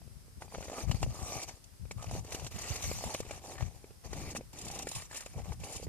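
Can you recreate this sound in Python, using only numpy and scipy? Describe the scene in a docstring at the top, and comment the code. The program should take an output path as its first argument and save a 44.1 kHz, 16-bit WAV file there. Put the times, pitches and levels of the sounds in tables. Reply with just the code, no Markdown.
"""Hooves and boots in dry snow

Feet press into cold snow a few metres from a small two-port recorder. Under load the crystals
fracture in a dense bright crackle and the pack creaks lower down; crust snaps in single bursts,
and pockets of packed snow ring under a dragging foot. A far bird pipes; light wind buffets
each port on its own; the recorder hisses and whines faintly."""
import sys
import numpy as np
from scipy import signal
from scipy.fft import rfft, irfft
from scipy.io import wavfile
from scipy.ndimage import uniform_filter1d

SR = 44100
rng = np.random.default_rng(int(sys.argv[2]) if len(sys.argv) > 2 else 0)


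def wav_record(signal):
    """Record a signal, one row per channel, as 16-bit PCM in the file named by sys.argv[1]."""
    frames = np.transpose(np.atleast_2d(signal))
    bounded = np.clip(frames, -1, 1)
    # unit amplitude maps onto the largest positive 16-bit level
    quanta = np.round(bounded * 32767).astype(np.int16)
    wavfile.write(sys.argv[1], SR, quanta)


N = 259308
CONTROL_STEP = 32   # samples

# Each row: contact, full load and lift in seconds, drop from full load at contact and at lift in dB,
# relative crackle, creak and grind levels in dB, brightest pitch in Hz.
FOOT_PRESSES = [(0.414, 0.423, 0.46, 5, 8, -58, -51, -63, 7800),
                (0.498, 0.541, 0.71, 10.5, -1.5, -59.5, -59, -62.5, 6840),
                (0.717, 0.806, 0.86, 8, 12, -49, -44, -51.5, 6670),
                (0.868, 0.95, 1.05, 4, 5, -56, -57.5, -61, 6400),
                (1.007, 1.025, 1.05, 14, 3, -51, -47.5, -61, 6450),
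                (1.068, 1.306, 1.443, 11.5, 1, -49.5, -48.5, -56, 6200),
                (1.483, 1.486, 1.58, -4, 13, -56, -56, -60, 6060),
                (1.978, 2.08, 2.12, 4, -2, -59.5, -56.5, -63.5, 6400),
                (2.124, 2.167, 2.204, 5, 6.5, -51, -45.5, -56.5, 6450),
                (2.247, 2.338, 2.47, 8.5, 2, -54.5, -52, -57, 6350),
                (2.51, 2.712, 2.947, 11.5, 11.5, -46.5, -49, -49, 6100),
                (2.828, 2.847, 3.2, 9, 7.5, -45.5, -55.5, -54, 6200),
                (3.008, 3.125, 3.155, 4, -1, -56, -53, -53, 6900),
                (3.187, 3.246, 3.3, -2, -4.5, -64, -62, -63, 6540),
                (3.308, 3.338, 3.39, 3.5, 4.5, -55, -51.5, -55, 6700),
                (3.42, 3.501, 3.57, 7, 5, -54, -51, -59.5, 6850),
                (3.583, 3.608, 3.685, 7, 12.5, -54, -51, -55.5, 6800),
                (3.681, 3.753, 4.05, 8, 23, -66.5, -61.5, -72, 6760),
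                (4.038, 4.066, 4.08, 8, 8, -57, -48.5, -59.5, 6200),
                (4.094, 4.194, 4.33, 10.5, 4, -53, -51.5, -54.5, 6100),
                (4.359, 4.368, 4.355, 7, 1.5, -46, -45.5, -43, 6800),
                (4.534, 4.764, 4.83, 7, 3.5, -52.5, -50.5, -54, 7000),
                (4.856, 4.988, 5.07, 10, 14.5, -49.5, -61, -54, 8600),
                (5.097, 5.164, 5.34, 8, 14, -53.5, -64, -57.5, 7600),
                (5.339, 5.394, 5.42, 14.5, 3, -59.5, -47, -58.5, 6900),
                (5.444, 5.47, 5.54, 2, 2, -59.5, -53, -60, 7140),
                (5.601, 5.755, 5.79, 8, 12, -50, -48, -55, 7540),
                (5.846, 5.888, 5.7, 7, -1.5, -56, -62, -67, 7220)]
# Resonances of the trodden snow. Each row: centre in Hz, width in Hz, gain in dB.
SNOW_HOLLOWS = [(798, 240, 4.5), (1175, 95, 4), (2350, 130, 5.5), (5940, 180, 3.5)]


def footsteps():
    """Snow fractures under each foot; a wide footprint gives each port some sound of its own."""
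    load, columns = press_gains(FOOT_PRESSES), np.transpose(FOOT_PRESSES)
    crackle_db, creak_db, grind_db = (summed_db(load, db) for db in columns[5:8])
    brightest_hz = np.repeat(columns[8][np.argmax(load, axis=0)], CONTROL_STEP)[:N]
    clumping = np.clip((-49 - crackle_db) / 11.5, .15, 1)   # light presses are more uneven
    slips_db = 2.5 * clumping * drift(36)
    common_crackle, *side_crackles = crackle(crackle_db - 2.5 + slips_db, brightest_hz)
    underfoot = creak(creak_db, slips_db) + grind(grind_db + slips_db) + common_crackle
    shared = resonances(underfoot, SNOW_HOLLOWS) + crust_knocks() + groan() + pockets()
    sides = []
    for side_crackle in side_crackles:
        side_grind = from_db(grind_db - 5.5) * ringing_grains(1800, 920, 3760, t60_cycles=4.5)
        sides.append(from_db(2.5) * (side_crackle + side_grind))
    return housing(shared, sides)


def press_gains(rows, contact_s=.018, lift_s=.013, trail_s=.12):
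    """One gain curve a press: quick contact, loading, easing, quick lift, trailing crumbs."""
    t, gains = np.arange(0, N, CONTROL_STEP) / SR, []
    for contact, full, lift, contact_db, lift_db, *_ in rows:
        halfway = (contact + full) / 2
        times = np.sort([contact - contact_s, contact, halfway, full, lift, lift + lift_s, lift + trail_s])
        drop_db = [contact_db + 35.5, contact_db, .4 * contact_db, 0,
                   lift_db, lift_db + 15.5, lift_db + 35.5]
        gains.append(from_db(-np.interp(t, times, drop_db, left=120, right=120)))
    return np.array(gains)


# Each row: frequency in Hz, relative density in dB.
CRYSTAL_SPECTRUM = [(2500, -7.5), (4000, -2), (6500, -8.5), (9000, -3.5), (12000, -4), (15000, -16)]
# Each entry: band edge in Hz.
CRACKLE_EDGES_HZ = [2000, 4200, 5500, 6800, 8300, 10500, 16000]


def crackle(level_db, brightest_hz):
    """Crystals of each size break in their own clumps. 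Three streams: common, left, right."""
    sparkle = .64 * ringing_grains(2000, 3680, 11640, t60_cycles=40)
    streams = np.array([coloured(grains(9000, 3.6), CRYSTAL_SPECTRUM) for _ in range(3)])
    streams[0] += sparkle
    out = 0
    for low, high in zip(CRACKLE_EDGES_HZ, CRACKLE_EDGES_HZ[1:]):
        hz = np.sqrt(low * high)
        clumps_db = emphasis_db(hz, brightest_hz, 2.45) + 1.5 * drift(27) + 1.1 * drift(280)
        band = signal.sosfilt(signal.butter(2, [low, high], "band", fs=SR, output="sos"), streams)
        out = out + (from_db(level_db + clumps_db) + snap_envelope(hz, brightest_hz)) * band
    return out


# Each row: time in seconds, relative level in dB, t60 in seconds.
CRYSTAL_SNAPS = [(0.4199, -57, 0.026), (0.6075, -48, 0.031), (0.644, -41.5, 0.039), (0.6978, -44, 0.028),
                 (0.911, -36, 0.035), (1.0281, -37, 0.022), (1.426, -34.5, 0.049), (1.487, -39.5, 0.035),
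                 (1.6412, -45, 0.03), (1.913, -35, 0.035), (2.0258, -41, 0.025), (2.0415, -40.5, 0.029),
                 (2.1121, -39, 0.021), (2.1345, -44, 0.049), (2.3047, -47, 0.032), (2.3226, -31.5, 0.035),
                 (2.346, -31.5, 0.033), (2.396, -42, 0.032), (2.444, -38.5, 0.035), (2.4658, -37, 0.048),
                 (2.5865, -37.5, 0.035), (2.616, -35.5, 0.04), (2.6828, -43, 0.043), (2.7591, -33, 0.037),
                 (2.823, -30, 0.035), (2.8404, -34, 0.027), (3.04, -33, 0.028), (3.1413, -28.5, 0.028),
                 (3.2034, -33, 0.03), (3.3099, -36.5, 0.03), (4.131, -38.5, 0.028), (4.307, -38, 0.045),
                 (4.35, -47, 0.031), (4.3665, -30, 0.038), (4.5306, -46, 0.032), (4.5855, -35, 0.04),
                 (4.6145, -33, 0.029), (4.6488, -36, 0.035), (4.6808, -34, 0.035), (4.7128, -34.5, 0.03),
                 (4.7464, -39, 0.047), (4.789, -32, 0.028), (4.8214, -33.5, 0.042), (4.8698, -38, 0.035),
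                 (4.8868, -33, 0.033), (4.9152, -31, 0.027), (4.9496, -30.5, 0.056), (5.021, -40, 0.025),
                 (5.1128, -51, 0.035), (5.1307, -58, 0.032), (5.1452, -40, 0.035), (5.1617, -32, 0.059),
                 (5.2076, -36.5, 0.027), (5.262, -37, 0.023), (5.5298, -43, 0.025), (5.64, -36.5, 0.035),
                 (5.7239, -38, 0.047), (5.7583, -32, 0.045), (5.8047, -51, 0.035), (5.831, -46, 0.038)]


def snap_envelope(band_hz, brightest_hz):
    """Crystals shear in single puffs: one band's gain swells and dies with each."""
    out = np.zeros(N)
    top_loss_db = 2 * (band_hz > 10000)
    for at_s, level_db, t60 in CRYSTAL_SNAPS:
        start = round((at_s - .003) * SR)
        t = np.arange(min(int(.12 * SR), N - start)) / SR
        swell = np.sin(np.pi / 2 * np.minimum(t / (.31 * t60), 1)) ** 2
        band_db = level_db - top_loss_db + emphasis_db(band_hz, brightest_hz[start], 4)
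        out[start:][:len(t)] += from_db(band_db - 60 * t / t60) * swell
    return out


# Each row: frequency in Hz, relative density in dB.
PACK_SPECTRUM = [(120, -12.5), (250, -1.5), (450, 1), (800, -1), (1200, -11.5), (2000, -45.5)]


def creak(level_db, slips_db):
    """The pack gives in low ticks, denser under more load."""
    ticks_per_s = 300 + 500 * from_db(.9 * (level_db + 50.5))
    return from_db(level_db - 1.5 + slips_db) * coloured(grains(ticks_per_s, 2.55), PACK_SPECTRUM)


def grind(level_db):
    """Midrange fractures ring at a flickering level."""
    flicker_db = 2.6 * drift(70)
    return from_db(level_db - 2.5 + flicker_db) * ringing_grains(900, 1077, 3760, t60_cycles=19.7)


# Each row: start in seconds, relative thud level in dB, thud pitch in Hz, ring against tick in dB,
# relative crack level in dB, crack pitch in Hz.
CRUST_KNOCKS = [(0.016, -49, 700, -7, -68, 2400), (0.076, -48, 390, -14, -71, 2660),
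                (0.28, -52.5, 420, -8, -74, 2080), (0.42, -32, 885, -7.5, -45.5, 1890),
                (0.479, -43.5, 824, -8, -63, 2430), (0.522, -41, 813, -8, -56, 2510),
                (0.542, -37, 479, -10, -49, 2000), (0.547, -31, 810, -9, -43, 1880),
                (0.554, -33.5, 564, -11, -51, 2510), (0.582, -31.5, 537, -12, -54, 2520),
                (0.606, -33.5, 620, -13, -56, 2500), (0.625, -37, 590, -10, -45.5, 2470),
                (0.642, -42, 580, -9, -58, 2350), (0.654, -36.5, 596, -10, -54, 2350),
                (0.681, -36, 560, -9, -47, 1770), (0.697, -31, 625, -10, -54, 1730),
                (0.716, -35.5, 550, -9, -55, 2520), (0.73, -33, 686, -10, -53, 2380),
                (0.738, -39, 510, -8, -52, 2340), (0.781, -36.5, 605, -7, -43, 2500),
                (0.893, -35.5, 584, -7, -52, 2550), (0.912, -28.5, 760, -10, -33.5, 2930),
                (0.944, -38, 654, -7, -48.5, 2300), (1.028, -24.5, 745, -6.5, -33.5, 2880),
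                (1.062, -37, 560, -5, -62, 2690), (1.259, -40, 630, -10, -62, 3000),
                (1.321, -34.5, 685, -6, -49, 2900), (1.354, -35, 775, -4, -60, 2350),
                (1.491, -40, 756, -7, -46, 2270), (1.509, -45, 654, -6, -56, 2280),
                (1.852, -45.5, 479, -12, -58, 2240), (1.909, -38.5, 563, -9, -41.5, 2250),
                (1.982, -45, 790, -8, -60, 1660), (2.025, -37.5, 711, -6, -49.5, 3020),
                (2.042, -33, 759, -8, -55, 2540), (2.065, -58, 460, -8, -51, 2570),
                (2.093, -53, 776, -5, -51, 2230), (2.111, -30.5, 720, -7, -54.5, 1870),
                (2.135, -41, 751, -8, -50, 2230), (2.15, -31, 414, -11, -52, 2530),
                (2.161, -32, 620, -8, -56, 2360), (2.248, -46.5, 437, -6, -61, 2450),
                (2.32, -38, 622, -8, -42, 2330), (2.346, -36, 428, -6, -38.5, 2770),
                (2.395, -38, 910, -5, -49, 2800), (2.419, -41, 557, -8, -58, 2260),
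                (2.444, -37, 620, -9, -48, 2760), (2.464, -45, 665, -11, -40, 3030),
                (2.559, -44, 750, -8, -46, 2670), (2.583, -44, 623, -5, -47, 1880),
                (2.707, -44, 590, -8, -54, 2820), (2.757, -41, 674, -2, -44, 2210),
                (2.806, -35, 750, -10, -47.5, 2480), (2.839, -40, 735, -4, -42.5, 1840),
                (2.913, -29, 533, -8, -40.5, 2200), (2.986, -40, 888, -5, -53, 2560),
                (3.008, -35, 842, -10, -58, 2380), (3.022, -35, 724, -11, -60, 2330),
                (3.038, -27.5, 673, -5.5, -48, 2290), (3.14, -32, 676, -11, -44, 2400),
                (3.146, -26, 587, -7.5, -34.5, 2290), (3.202, -27.5, 487, -9.5, -47, 2300),
                (3.249, -45, 415, -8, -60, 2800), (3.263, -45.5, 417, -9, -57, 2496),
                (3.308, -31, 590, -7, -42.5, 2380), (3.459, -39.5, 750, -8, -67, 1690),
                (3.493, -51, 727, -8, -63, 3080), (3.518, -40, 754, -6, -54, 1910),
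                (3.553, -44, 750.5, -3, -50, 2230), (3.566, -54, 740, -15, -54, 1990),
                (3.58, -56, 860, -8, -44.5, 1710), (3.607, -33, 786, -5.5, -44, 1900),
                (3.623, -39, 864, -6, -47.5, 2680), (3.841, -41.5, 413, -7, -57.5, 2460),
                (3.906, -48, 430, -7, -59, 2385), (4.056, -46, 493, -8, -63, 1839),
                (4.13, -37, 450, -5, -41, 1960), (4.172, -46, 550, -8, -56, 2230),
                (4.349, -33, 554, -8, -45, 2560), (4.408, -37.5, 516, -5, -56, 2520),
                (4.531, -48, 791, -4, -67, 2470), (4.699, -36, 786, -5.5, -50, 2580),
                (4.759, -39, 635, -8, -47.5, 2750), (4.795, -34, 750, -9, -48, 2740),
                (4.869, -30.5, 507, -10.5, -39, 1960), (4.915, -35.5, 840, -7, -51, 2400),
                (4.961, -34.5, 910, -7.5, -53, 2770), (4.999, -57, 590, -8, -60, 2200),
                (5.021, -47, 686, -8, -47.5, 2040), (5.11, -41.5, 934, -7, -48, 1610),
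                (5.128, -44, 982, -4, -49, 1620), (5.145, -46, 570, -7, -47, 1870),
                (5.156, -45, 622, -8, -45.5, 2610), (5.176, -44, 966, -8, -48, 2500),
                (5.193, -60, 420, -8, -55, 2510), (5.206, -62, 549, -10, -49.5, 1860),
                (5.225, -61, 538, -11, -53, 2880), (5.261, -36.5, 560, -8, -46.5, 2540),
                (5.456, -44, 762, -8, -69, 2720), (5.52, -34.5, 850, -6, -50, 2040),
                (5.635, -37.5, 530, -10, -45.5, 2630), (5.797, -39.5, 463, -8, -65, 2860),
                (5.827, -37, 490, -6.5, -66, 2260), (5.866, -36.5, 401, -9, -56, 1830)]


def crust_knocks(tick_t60_cycles=2.75, ring_t60_cycles=11):
    """Crust breaks with a rough crack and a dull tick; the pack rings on after it."""
    out, length = np.zeros(N), int(.05 * SR)
    for start_s, thud_db, thud_hz, ring_db, crack_db, crack_hz in CRUST_KNOCKS:
        start = round(start_s * SR)
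        t = np.arange(min(length, N - start)) / SR
        thud_t = np.maximum(t - .0014, 0)
        cycles = thud_hz * thud_t
        rise = 1 - np.exp(-thud_t / .00033)
        decay = from_db(-60 * cycles / tick_t60_cycles) + from_db(ring_db - 60 * cycles / ring_t60_cycles)
        thud = from_db(thud_db + 6) * rise * decay * np.sin(2 * np.pi * cycles)
        burst = from_db(crack_db - 10 - 60 * t / .035) * np.minimum(t / .0028, 1)
        splinters = burst * rng.standard_normal(length)[:len(t)]
        crack = ring(splinters, crack_hz, .0045)
        crack += 1.5 * ring(splinters, 1460, .0032) + .81 * ring(splinters, 3160, .0024)
        out[start:][:len(t)] += thud + crack
    return out


# Each row: contact, full load and lift in seconds, drop at contact and at lift in dB, level in dB.
DEEP_PRESSES = [(4.142, 4.15, 4.4, 17, 1.5, -45.5), (4.532, 4.788, 4.9, 3, -3.5, -53.5)]


def groan():
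    """The horse's weight compacts deep snow in sparse, low fractures."""
    level_db = summed_db(press_gains(DEEP_PRESSES), np.array(DEEP_PRESSES)[:, 5])
    return from_db(level_db) * ringing_grains(374, 135, 460, t60_cycles=3.6)


# Each row: middle in seconds, length in seconds, level in dB, pitch in Hz.
SNOW_POCKETS = [(0.77, .12, -48.5, 1260), (1.3, 0.3, -52.5, 770), (1.26, 0.33, -51.5, 1160),
                (1.37, 0.21, -57.5, 2320), (1.327, 0.23, -58.5, 5900), (1.26, 0.15, -58, 7800),
                (2.02, .1, -53.5, 1220), (2.68, .22, -58, 2750), (2.618, 0.18, -58, 1940),
                (2.9, 0.15, -57, 2230), (3.095, 0.13, -46.5, 850), (3.54, 0.26, -59.5, 760),
                (3.6, 0.069, -55.5, 1800), (4.267, 0.15, -60.5, 2280), (4.785, 0.18, -56.5, 794),
                (4.81, 0.093, -63, 2750), (4.982, .1, -56, 1100), (5.18, 0.11, -57.5, 1800),
                (5.718, 0.25, -66, 2240)]


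def pockets(t60_cycles=29):
    """Fractures under a dragging foot ring one narrow resonance in each pocket of packed snow."""
    out, clicks = np.zeros(N), grains(1200, 3.4)
    for hump, (middle_s, length_s, db, hz) in zip(humps(SNOW_POCKETS), SNOW_POCKETS):
        span = slice(round((middle_s - length_s / 2) * SR), round((middle_s + length_s / 2) * SR))
        swell = np.repeat(hump, CONTROL_STEP)[span] ** .5
        out[span] += from_db(db) * swell * rms_one(ring(clicks[span], hz, t60_cycles / hz))
    return out


# Each row: centre in Hz, width in Hz, gain in dB.
LEFT_PORT_MODES = [(1293, 970, -10), (2200, 2870, 9.5), (3360, 920, -12), (5610, 790, 9), (6900, 1400, 14),
                   (13100, 2060, -19)]
RIGHT_PORT_MODES = [(1640, 350, -8), (3370, 200, -2.5), (4370, 890, 7.5), (6200, 490, 9.5),
                    (7470, 1790, 9.5), (9800, 4900, 2), (11820, 340, -15)]


def housing(shared, sides, right_lag_s=.00009):
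    """The housing resonates and shadows each port; shared sound reaches the right one later."""
    hz, channels = np.fft.rfftfreq(N, 1 / SR), []
    for own, lag_s, modes in zip(sides, (0, right_lag_s), (LEFT_PORT_MODES, RIGHT_PORT_MODES)):
        delayed = irfft(rfft(shared) * np.exp(-2j * np.pi * hz * lag_s), N)
        channels.append(resonances(delayed + own, modes))
    return np.array(channels)


# Each row: frequency in Hz, relative density in dB.
EDDY_SPECTRUM = [(12, -43), (20, -20.5), (48, 3), (107, 1), (198, -12), (302, -26.5), (347, -28.5),
                 (389, -32), (420, -60), (550, -71), (920, -120)]


def wind():
    """Eddies buffet each port separately; their own swings are partly evened so the gusts lead."""
    eddies = np.array([coloured(rng.standard_normal(N) * from_db(5.3 * drift(33)), EDDY_SPECTRUM)
                       for _ in range(2)])
    eddies /= uniform_filter1d(rms_one(eddies) ** 2, size=3000) ** .35 + .05
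    port_db = wind_level_db()
    deep = signal.sosfilt(signal.butter(1, 60, fs=SR, output="sos"), eddies)
    thinning = np.clip((port_db + 59) / 40, 0, .8)   # stronger gusts shed smaller, quicker eddies
    return from_db(port_db) * rms_one(eddies - thinning * deep)


# Each row: time in seconds, level in dB.
BREEZE_CURVE = [(0.0, -53.5), (0.64, -58), (1.05, -51), (1.41, -60), (1.75, -59.5), (2.01, -49),
                (2.41, -50.5), (2.93, -47.5), (3.32, -54.5), (4.08, -58), (4.21, -60), (4.58, -53.5),
                (4.77, -51.5), (5.27, -55.5), (5.44, -47.5), (5.88, -65)]
# Each row: middle in seconds, length in seconds, peak in dB, left minus right in dB.
WIND_GUSTS = [(0.376, .1, -49.5, 9), (0.595, 0.061, -48, 20.5), (0.695, 0.06, -48, 8),
              (0.885, .12, -37.5, 31.5), (0.953, 0.047, -36.5, 18), (1.053, 0.17, -31, 4.5),
              (1.222, 0.079, -48, 26.5), (1.299, .04, -47, 19), (1.374, 0.042, -47.5, 21.5),
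              (1.84, 0.11, -46, 15), (1.966, 0.24, -47, 14.5), (2.145, 0.21, -35.5, 5.5),
              (2.449, 0.048, -43, 22), (2.565, 0.063, -46, -20), (2.717, 0.037, -39, -10),
              (2.878, 0.095, -34.5, 9), (2.94, 0.17, -41, 2), (3.068, 0.046, -35.5, 3),
              (3.213, 0.051, -42, 8), (3.348, 0.073, -50, 13), (3.641, .14, -43.5, 28),
              (4.175, 0.31, -45, 11.5), (4.974, 0.061, -43, 4), (5.386, 0.075, -39.5, 1),
              (5.51, .14, -41, 11), (5.613, 0.1, -42, -4), (5.762, 0.054, -43.5, 0),
              (5.87, 0.13, -40.5, -3)]


def wind_level_db(breeze_lean_db=5, lumps_db=3):
    """Level at each port: a lumpy breeze leaning left, plus rounded gusts with their own lean."""
    breeze_db = np.interp(np.arange(N) / SR, *np.transpose(BREEZE_CURVE))
    peak_db, lean_db = np.array(WIND_GUSTS)[:, 2:].T
    levels_db = []
    for side in (.5, -.5):
        breeze = from_db(breeze_db + side * breeze_lean_db + lumps_db * drift(6.5))
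        gusts = from_db(summed_db(humps(WIND_GUSTS), peak_db + side * lean_db))
        levels_db.append(10 * np.log10(breeze ** 2 + gusts ** 2))
    return np.array(levels_db)


# Each row: middle in seconds, length in seconds, level in dB.
BIRD_NOTES = [(.5, .035, -64), (.57, .06, -65), (.67, .045, -64), (.77, .035, -62), (.845, .03, -64),
              (.93, .03, -65), (.985, .03, -64), (1.06, .025, -65), (5.61, .03, -68), (5.68, .06, -65),
              (5.84, .04, -64)]


def bird(pitch_hz=4690):
    """Short far whistles on one pitch, fluttering with the air on the way."""
    t = np.arange(N) / SR
    notes = sum(from_db(db) * arch(t, middle_s, length_s) for middle_s, length_s, db in BIRD_NOTES)
    flutter = from_db(2.5 * drift(60))
    return notes * flutter * np.sin(2 * np.pi * pitch_hz * t + .8 * drift(30))


# Each row: frequency in Hz, relative density in dB.
HISS_SPECTRUM = [(120, -41.5), (200, -0.5), (613, -7), (818, -9), (1460, -12), (3800, -15), (5070, -10),
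                 (7150, -14.5), (8720, -10), (14000, -18), (15000, -32)]
# Each row: frequency in Hz, peak in dB.
WHINE_TONES = [(5001, -79), (10002, -84), (12500, -87)]


def electronics(hiss_db=-62):
    """Separate hiss in each channel and a thin, slightly unsteady whine in both."""
    hiss = np.array([coloured(rng.standard_normal(N), HISS_SPECTRUM) for _ in range(2)])
    t = np.arange(N) / SR
    whine = sum(from_db(db) * np.sin(2 * np.pi * hz * t + .7 * drift(3)) for hz, db in WHINE_TONES)
    return from_db(hiss_db) * hiss + whine


def grains(per_s, spread_db):
    """Random fractures, many small and a few large; rms 1 at any rate."""
    sizes = from_db(spread_db * np.minimum(rng.exponential(1, N), 5)) * rng.choice([-1, 1], N)
    return rms_one(sizes * (rng.random(N) < per_s / SR) / np.sqrt(per_s))


def ringing_grains(per_s, low_hz, high_hz, t60_cycles):
    """Each fracture rings briefly at a pitch set by the size of the broken piece."""
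    clicks, size_class = grains(per_s, 1.04), rng.integers(0, 14, N)
    pitches = np.geomspace(low_hz, high_hz, 14)
    rings = (ring(clicks * (size_class == k), hz, t60_cycles / hz) for k, hz in enumerate(pitches))
    return rms_one(sum(rings))


def ring(clicks, hz, t60_s):
    """A unit click starts a decaying sine of height 1."""
    r, w = from_db(-60 / (t60_s * SR)), 2 * np.pi * hz / SR
    return signal.lfilter([0, np.sin(w)], [1, -2 * r * np.cos(w), r * r], clicks + 1e-18)


def resonances(x, modes):
    """A chain of peaks and dips."""
    for hz, width_hz, db in modes:
        tuning = -2 * np.cos(2 * np.pi * hz / SR)
        k, a = np.tan(np.pi * width_hz / SR), from_db(db / 2)
        x = signal.lfilter([1 + k * a, tuning, 1 - k * a], [1 + k / a, tuning, 1 - k / a], x)
    return x


def coloured(x, spectrum):
    """Minimum-phase filter with the given spectrum; white noise keeps its power."""
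    hz, db = np.transpose(spectrum)
    grid_hz = np.maximum(np.fft.rfftfreq(8192, 1 / SR), 5)
    level_db = np.interp(np.log(grid_hz), np.log(hz), db, left=db[0] - 16.5, right=db[-1] - 30.5)
    cepstrum = irfft(np.log(from_db(level_db)))
    cepstrum[1:4096] *= 2   # fold onto positive time
    cepstrum[4097:] = 0
    response = irfft(np.exp(rfft(cepstrum)))
    return signal.fftconvolve(x, response / np.sqrt(np.sum(response ** 2)))[:N]


def emphasis_db(band_hz, brightest_hz, depth_db):
    """A spectral hump about the brightest pitch."""
    return depth_db * np.exp(-(np.log2(band_hz / brightest_hz) / .41) ** 2)


def arch(t, middle_s, length_s):
    """A parabola of height 1, zero outside its length."""
    return np.clip(1 - (2 * (t - middle_s) / length_s) ** 2, 0, 1)


def humps(rows):
    """One arch a row, at the control rate."""
    t = np.arange(0, N, CONTROL_STEP) / SR
    return np.array([arch(t, middle_s, length_s) for middle_s, length_s, *_ in rows])


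def summed_db(gains, levels_db):
    """Overlapping events added as powers, one level a sample."""
    coarse_db = 10 * np.log10(from_db(levels_db) ** 2 @ gains ** 2 + 1e-14)
    return np.interp(np.arange(N) / CONTROL_STEP, np.arange(len(coarse_db)), coarse_db)


def drift(rate_hz):
    """Random wander of rms 1, smoothed above rate_hz."""
    step = 20
    r = np.exp(-2 * np.pi * rate_hz * step / SR)
    slow = signal.lfilter([1], [1, -2 * r, r * r], rng.standard_normal(N // step + 3002))[3000:]
    return np.interp(np.arange(N) / step, np.arange(len(slow)), rms_one(slow))


def from_db(db):
    """Gain of a level in dB."""
    return 10 ** (np.asarray(db) / 20)


def rms_one(x):
    """Each channel scaled to rms 1."""
    return x / np.sqrt(np.mean(x ** 2, axis=-1, keepdims=True) + 1e-20)


def scene():
    """Steps in snow, bird, wind and the recorder's own noise, in stereo."""
    return footsteps() + bird() + wind() + electronics()


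def record(dry):
    """The recorder cuts the top steeply."""
    cutoff_hz = 14560
    return signal.sosfilt(signal.ellip(12, .5, 60, cutoff_hz, fs=SR, output="sos"), dry)


dry = scene()
out = record(dry)
wav_record(out)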